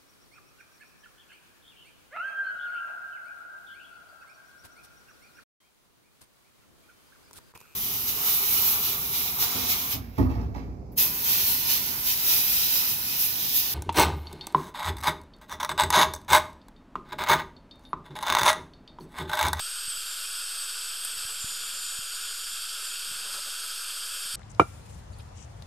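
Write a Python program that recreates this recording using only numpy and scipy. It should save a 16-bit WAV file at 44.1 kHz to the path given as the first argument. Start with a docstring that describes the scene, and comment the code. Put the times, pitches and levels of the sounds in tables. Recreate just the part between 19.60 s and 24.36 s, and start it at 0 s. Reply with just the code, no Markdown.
"""An air-turbine dental drill cuts a tooth: a near sine whines at rotor speed, slowing under load,
and a rougher tone, a narrow noise band, rides above it in each bite.
A suction hose and the cooling spray hiss: noise through fixed resonances. Water gurgles in the hose as
lumpy low noise, and spray spits in short bright bursts. One microphone catches draught as rumble,
sway and air pops; its output carries a small offset."""
import sys
import numpy as np
from scipy import signal
from scipy.fft import rfft, irfft
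from scipy.io import wavfile
from scipy.ndimage import uniform_filter1d

SR = 44100
rng = np.random.default_rng(int(sys.argv[2]) if len(sys.argv) > 2 else 0)


def pcm_store(signal):
    """Save signal as 16-bit PCM."""
    levels = np.round(np.clip(np.atleast_2d(signal), -1, 1) * 32767)
    wavfile.write(sys.argv[1], SR, levels.astype(np.int16).T)


def volts_from_db(level):
    """Convert decibel levels to linear amplitude ratios."""
    exponent = np.asarray(level, float) / 20
    return 10 ** exponent


N = 209739  # samples

# Rotor whine. Each row: time in seconds, tone in Hz.
ROTOR_TONE = [(0.02, 8367), (0.08, 8235), (0.15, 8360), (0.26, 8375), (0.45, 7456), (0.51, 7330),
              (0.61, 7488), (0.73, 8013), (0.8, 8100), (0.88, 8030), (0.93, 8183), (0.99, 8185),
              (1.09, 7767), (1.16, 7680), (1.41, 8155), (1.58, 7988), (1.6, 8092), (1.71, 7866),
              (1.84, 7162), (1.96, 6941), (2.05, 7109), (2.11, 7412), (2.13, 7283), (2.32, 7022),
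              (2.51, 6926), (2.62, 7025), (2.73, 6922), (2.87, 7078), (2.96, 7301), (3.05, 7400),
              (3.26, 7364), (3.3, 7065), (3.37, 6865), (3.65, 6660), (3.77, 6515), (3.84, 6495),
              (3.95, 6355), (4.18, 6495), (4.47, 6151), (4.55, 5770)]
# Whine loudness by pitch; reflections cancel it near some pitches. Each row: tone in Hz, level in dB.
WHINE_PATH = [(5750, -66), (6050, -52), (6280, -52), (6560, -43), (6760, -56), (6950, -41.5), (7250, -38),
              (7370, -43), (7490, -57), (7620, -43), (8000, -41), (8200, -39.5), (8360, -41.5)]
# Rougher tone while the burr bites. Each row: peak in seconds, level in dB, swell in seconds.
BITES = [(2.36, -43, .16), (3.33, -45, .05)]
# Air flow. Each row: time in seconds, suction level in dB, spray level in dB.
AIR_FLOW = [(0, -35.5, -35.3), (.6, -35, -35), (1.2, -35, -35), (2, -35.5, -35), (3.2, -35, -35.5),
            (3.8, -34.8, -35), (4.45, -35.2, -35), (4.76, -35, -33.8)]
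# Hiss spectrum before the resonances. Each row: frequency in Hz, relative density in dB per Hz.
HISS_SPECTRUM = [(250, -29.5), (950, -20.5), (1400, 8), (2000, -13), (3200, 1.5), (4000, -13), (4700, 8),
                 (6200, -5.5), (8400, -1.5), (10200, -5.5), (12300, -9.5), (13600, -17.5), (13900, -31)]
# Resonances and nulls of hose, mouth and walls. Each row: centre in Hz, width in Hz, gain in dB.
HOSE_RESONANCES = [(440, 60, 5), (570, 40, 4), (1000, 60, 14), (1010, 90, -12), (1220, 190, -6),
                   (1380, 60, -10), (1520, 170, -7), (1640, 40, 2), (1710, 70, -6), (1880, 180, -8),
                   (2080, 60, -5), (2230, 70, -6), (2370, 120, -3), (2930, 90, -8), (3030, 70, -5),
                   (3440, 40, 4), (3700, 80, 5), (3850, 80, 6), (4010, 60, 5), (4050, 40, -4),
                   (4110, 60, 5), (4880, 800, -7), (6060, 900, -9), (7160, 540, -5), (8540, 150, 3),
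                   (8920, 280, -3), (10110, 330, -7), (10520, 360, -6), (11040, 90, -4), (11460, 180, -3)]
# Steady water in the hose. Each row: time in seconds, level in dB.
GURGLE_LEVEL = [(0, -77), (.5, -70), (1.15, -63), (1.5, -59), (2.2, -61), (2.9, -75), (3.5, -65),
                (4, -61.5), (4.76, -63.5)]
# Gurgle spectrum. Each row: frequency in Hz, relative density in dB per Hz.
GURGLE_SPECTRUM = [(60, -64), (150, -18), (250, -13.5), (400, -11.5), (465, -1), (520, -13.5), (575, -1),
                   (650, -10.5), (900, -8), (1300, 0.5), (2000, -14)]
# Slugs of water sucked through. Each row: end in seconds, level in dB, length in seconds.
SLUGS = [(1.69, -62, .06), (2.71, -61, .05), (3.22, -59, .05), (3.79, -53.5, .2), (3.88, -57, .03),
         (4.47, -62, .05)]
# Draught rumble on the microphone. Each row: time in seconds, level in dB.
RUMBLE_LEVEL = [(0, -82), (.8, -75.5), (.9, -87), (1.28, -92), (1.35, -81), (1.9, -70), (2.15, -72),
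                (2.5, -91), (2.7, -94), (2.78, -79), (3.4, -82), (3.52, -71), (3.9, -75), (3.96, -92),
                (4.4, -88), (4.76, -78)]
# Sway spectrum. Each row: frequency in Hz, relative density in dB per Hz.
SWAY_SPECTRUM = [(3, -5), (20, -0.5), (35, -22), (60, -13.5), (80, -24), (110, -46), (200, -58), (300, -53),
                 (400, -58)]
# Air puffs on the microphone. Each row: centre in seconds, signed peak, centre-to-peak time in seconds.
POPS = [(0.281, -0.0036, 0.0012), (0.379, -.0013, 0.0012), (1.574, .0019, 0.0013), (1.6527, 0.0044, 0.0017),
        (1.8452, 0.013, 0.0013), (2.3914, -0.0064, 0.0013), (2.9394, -0.0012, 0.00076),
        (3.515, -.0036, 0.0013), (4.6568, -.002, 0.001), (4.7433, .005, 0.0013)]
# Spits of spray. Each row: start in seconds, peak level in dB, start-to-peak time in seconds.
SPITS = [(1.4462, -30, .003), (3.218, -43, .004)]
# Spit spectrum. 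Each row: frequency in Hz, relative density in dB per Hz.
SPIT_SPECTRUM = [(2000, -33), (3300, -6), (6000, -34), (8000, -4), (9300, 1.5), (10500, -12), (12600, -4.5),
                 (13800, -22)]

T_S = np.arange(N) / SR
BIN_HZ = np.maximum(np.arange(N // 2 + 1) * SR / N, 1)


def rms_one(x):
    """Scale to unit rms."""
    return x / np.sqrt(np.mean(x ** 2) + 1e-20)


def in_time(rows):
    """Table columns joined by straight lines in time."""
    time_s, *columns = np.transpose(rows)
    return [np.interp(T_S, time_s, column) for column in columns]


def at_hz(points):
    """Spectrum table read on a log-frequency axis, closed above its top."""
    hz, db = np.transpose(points)
    return np.interp(np.log(BIN_HZ), np.log(hz), db, right=-120)


def coloured(db):
    """Fresh white noise given a spectrum in dB."""
    return irfft(rfft(rng.standard_normal(N)) * volts_from_db(db), N)


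def drift(rate_hz):
    """Slow random signal of unit rms, low-passed at rate_hz, drawn at every 64th sample."""
    size = N // 64 + 2
    hz = np.arange(size // 2 + 1) * SR / 64 / size
    slow = irfft(rfft(rng.standard_normal(size)) / (1 + (hz / rate_hz) ** 2), size)
    return np.interp(np.arange(N) / 64, np.arange(size), rms_one(slow))


def swell(start_s, end_s, rise_s, fall_s):
    """Envelope with Gaussian flanks: rises to 1 at the start, holds, falls after the end."""
    before = np.maximum(start_s - T_S, 0) / rise_s
    after = np.maximum(T_S - end_s, 0) / fall_s
    return np.exp(-before ** 2 - after ** 2)


def bite_tone(phase, ratio=1.135, width_hz=25, release_s=.04):
    """Narrow noise band at a fixed ratio to the rotor tone, swelling as the burr bites."""
    band = drift(width_hz) * np.cos(ratio * phase) + drift(width_hz) * np.sin(ratio * phase)
    level = sum(volts_from_db(db) * swell(s, s, rise_s, release_s) for s, db, rise_s in BITES)
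    return band * level


def turbine(inertia_s=.045, wobble_hz=4.0, flutter_db=1.6, load_db_per_khz_s=.7, fade_db_per_s=-2.1):
    """Near sine smoothed by rotor inertia; louder as the cut brakes it, fainter as the burr sinks in."""
    inertia = int(inertia_s * SR)
    hz = uniform_filter1d(in_time(ROTOR_TONE)[0], inertia, mode="nearest")
    phase = 2 * np.pi * np.cumsum(hz + wobble_hz * drift(25.4)) / SR
    braking_khz_s = -uniform_filter1d(np.gradient(hz) * SR / 1000, inertia, mode="nearest")
    level_db = np.interp(hz, *np.transpose(WHINE_PATH))
    level_db = level_db + load_db_per_khz_s * braking_khz_s + fade_db_per_s * T_S
    whine = np.sqrt(2) * volts_from_db(level_db + flutter_db * drift(25)) * np.sin(phase)
    return whine + bite_tone(phase)


def hiss(shared_db=0.42, own_db=0.32, fast_db=0.55, patch_db=4.5, side_db=-41, spray_from_hz=6100):
    """Turbulent air through hose resonances; each band flickers partly with the flow, partly alone."""
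    shape_db = at_hz(HISS_SPECTRUM)
    for hz, width_hz, gain_db in HOSE_RESONANCES:
        shape_db = shape_db + gain_db / (1 + (2 * (BIN_HZ - hz) / width_hz) ** 2)
    edges_hz = [200, 1000, 1700, 2200, 2900, 3500, 4050, 5000, 6100, 7200, 8000, 8900, 9500, 10200,
                11500, 12800, 14000]
    flow = drift(16)
    spectrum = rfft(rms_one(coloured(shape_db)))
    suction_db, spray_db = in_time(AIR_FLOW)
    mid, side = 0, 0
    for low, high in zip(edges_hz, edges_hz[1:]):
        band = irfft(spectrum * ((BIN_HZ >= low) & (BIN_HZ < high)), N)
        level_db = spray_db if low >= spray_from_hz else suction_db
        flicker_db = shared_db * flow + own_db * drift(6) + fast_db * drift(33)
        mid = mid + band * volts_from_db(level_db + flicker_db)
        # side: a very faint, fluctuating channel difference; time reversal makes it unlike mid
        if low > 1500:
            difference_db = side_db + 2.5 * np.log2(low / 2000) + patch_db * drift(20)
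            side = side + band[::-1] * volts_from_db(level_db + difference_db)
    return mid, side


def gurgle(lumpy_db=2.5, slug_fall_s=.02):
    """Water rattles low in the hose: lumpy noise, swelling with each slug."""
    level = volts_from_db(in_time(GURGLE_LEVEL)[0])
    for end_s, db, length_s in SLUGS:
        level = level + volts_from_db(db) * swell(end_s - length_s / 2, end_s, length_s / 2, slug_fall_s)
    return level * volts_from_db(lumpy_db * drift(27)) * rms_one(coloured(at_hz(GURGLE_SPECTRUM)))


def draught(lumpy_db=3.0, sway_db=-61):
    """Moving air pushes the diaphragm: lumpy rumble, slow sway and single-cycle pops."""
    rumble_band = signal.butter(2, [80, 220], "band", fs=SR, output="sos")
    rumble = rms_one(signal.sosfilt(rumble_band, rng.standard_normal(N)))
    out = volts_from_db(in_time(RUMBLE_LEVEL)[0] + lumpy_db * drift(17)) * rumble
    out = out + volts_from_db(sway_db) * rms_one(coloured(at_hz(SWAY_SPECTRUM)))
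    for centre_s, height, half_width_s in POPS:
        u = (T_S - centre_s) / half_width_s
        out = out + height * 16 / 9 * u / (1 + u ** 2 / 3) ** 2  # 16/9 makes the peak equal height
    return out


def spits():
    """Spray spits: bright noise bursts that rise fast and die away."""
    level = 0
    for start_s, db, rise_s in SPITS:
        age = np.maximum(T_S - start_s, 0) / rise_s
        level = level + volts_from_db(db) * age * np.exp(1 - age)
    return level * rms_one(coloured(at_hz(SPIT_SPECTRUM)))


def scene():
    """One microphone feeds both channels; they differ only by a very faint side signal."""
    air, side = hiss()
    mid = turbine() + air + gurgle() + draught() + spits()
    return np.array([mid + side, mid - side])


def low_pass(x):
    """Removes everything above the highest recorded frequency."""
    return signal.sosfilt(signal.butter(12, 14500, fs=SR, output="sos"), x)


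def record(dry):
    """The microphone output carries a small constant offset."""
    offset = .0042  # of full scale
    mix = dry + offset
    return low_pass(mix)


dry = scene()
out = record(dry)
pcm_store(out)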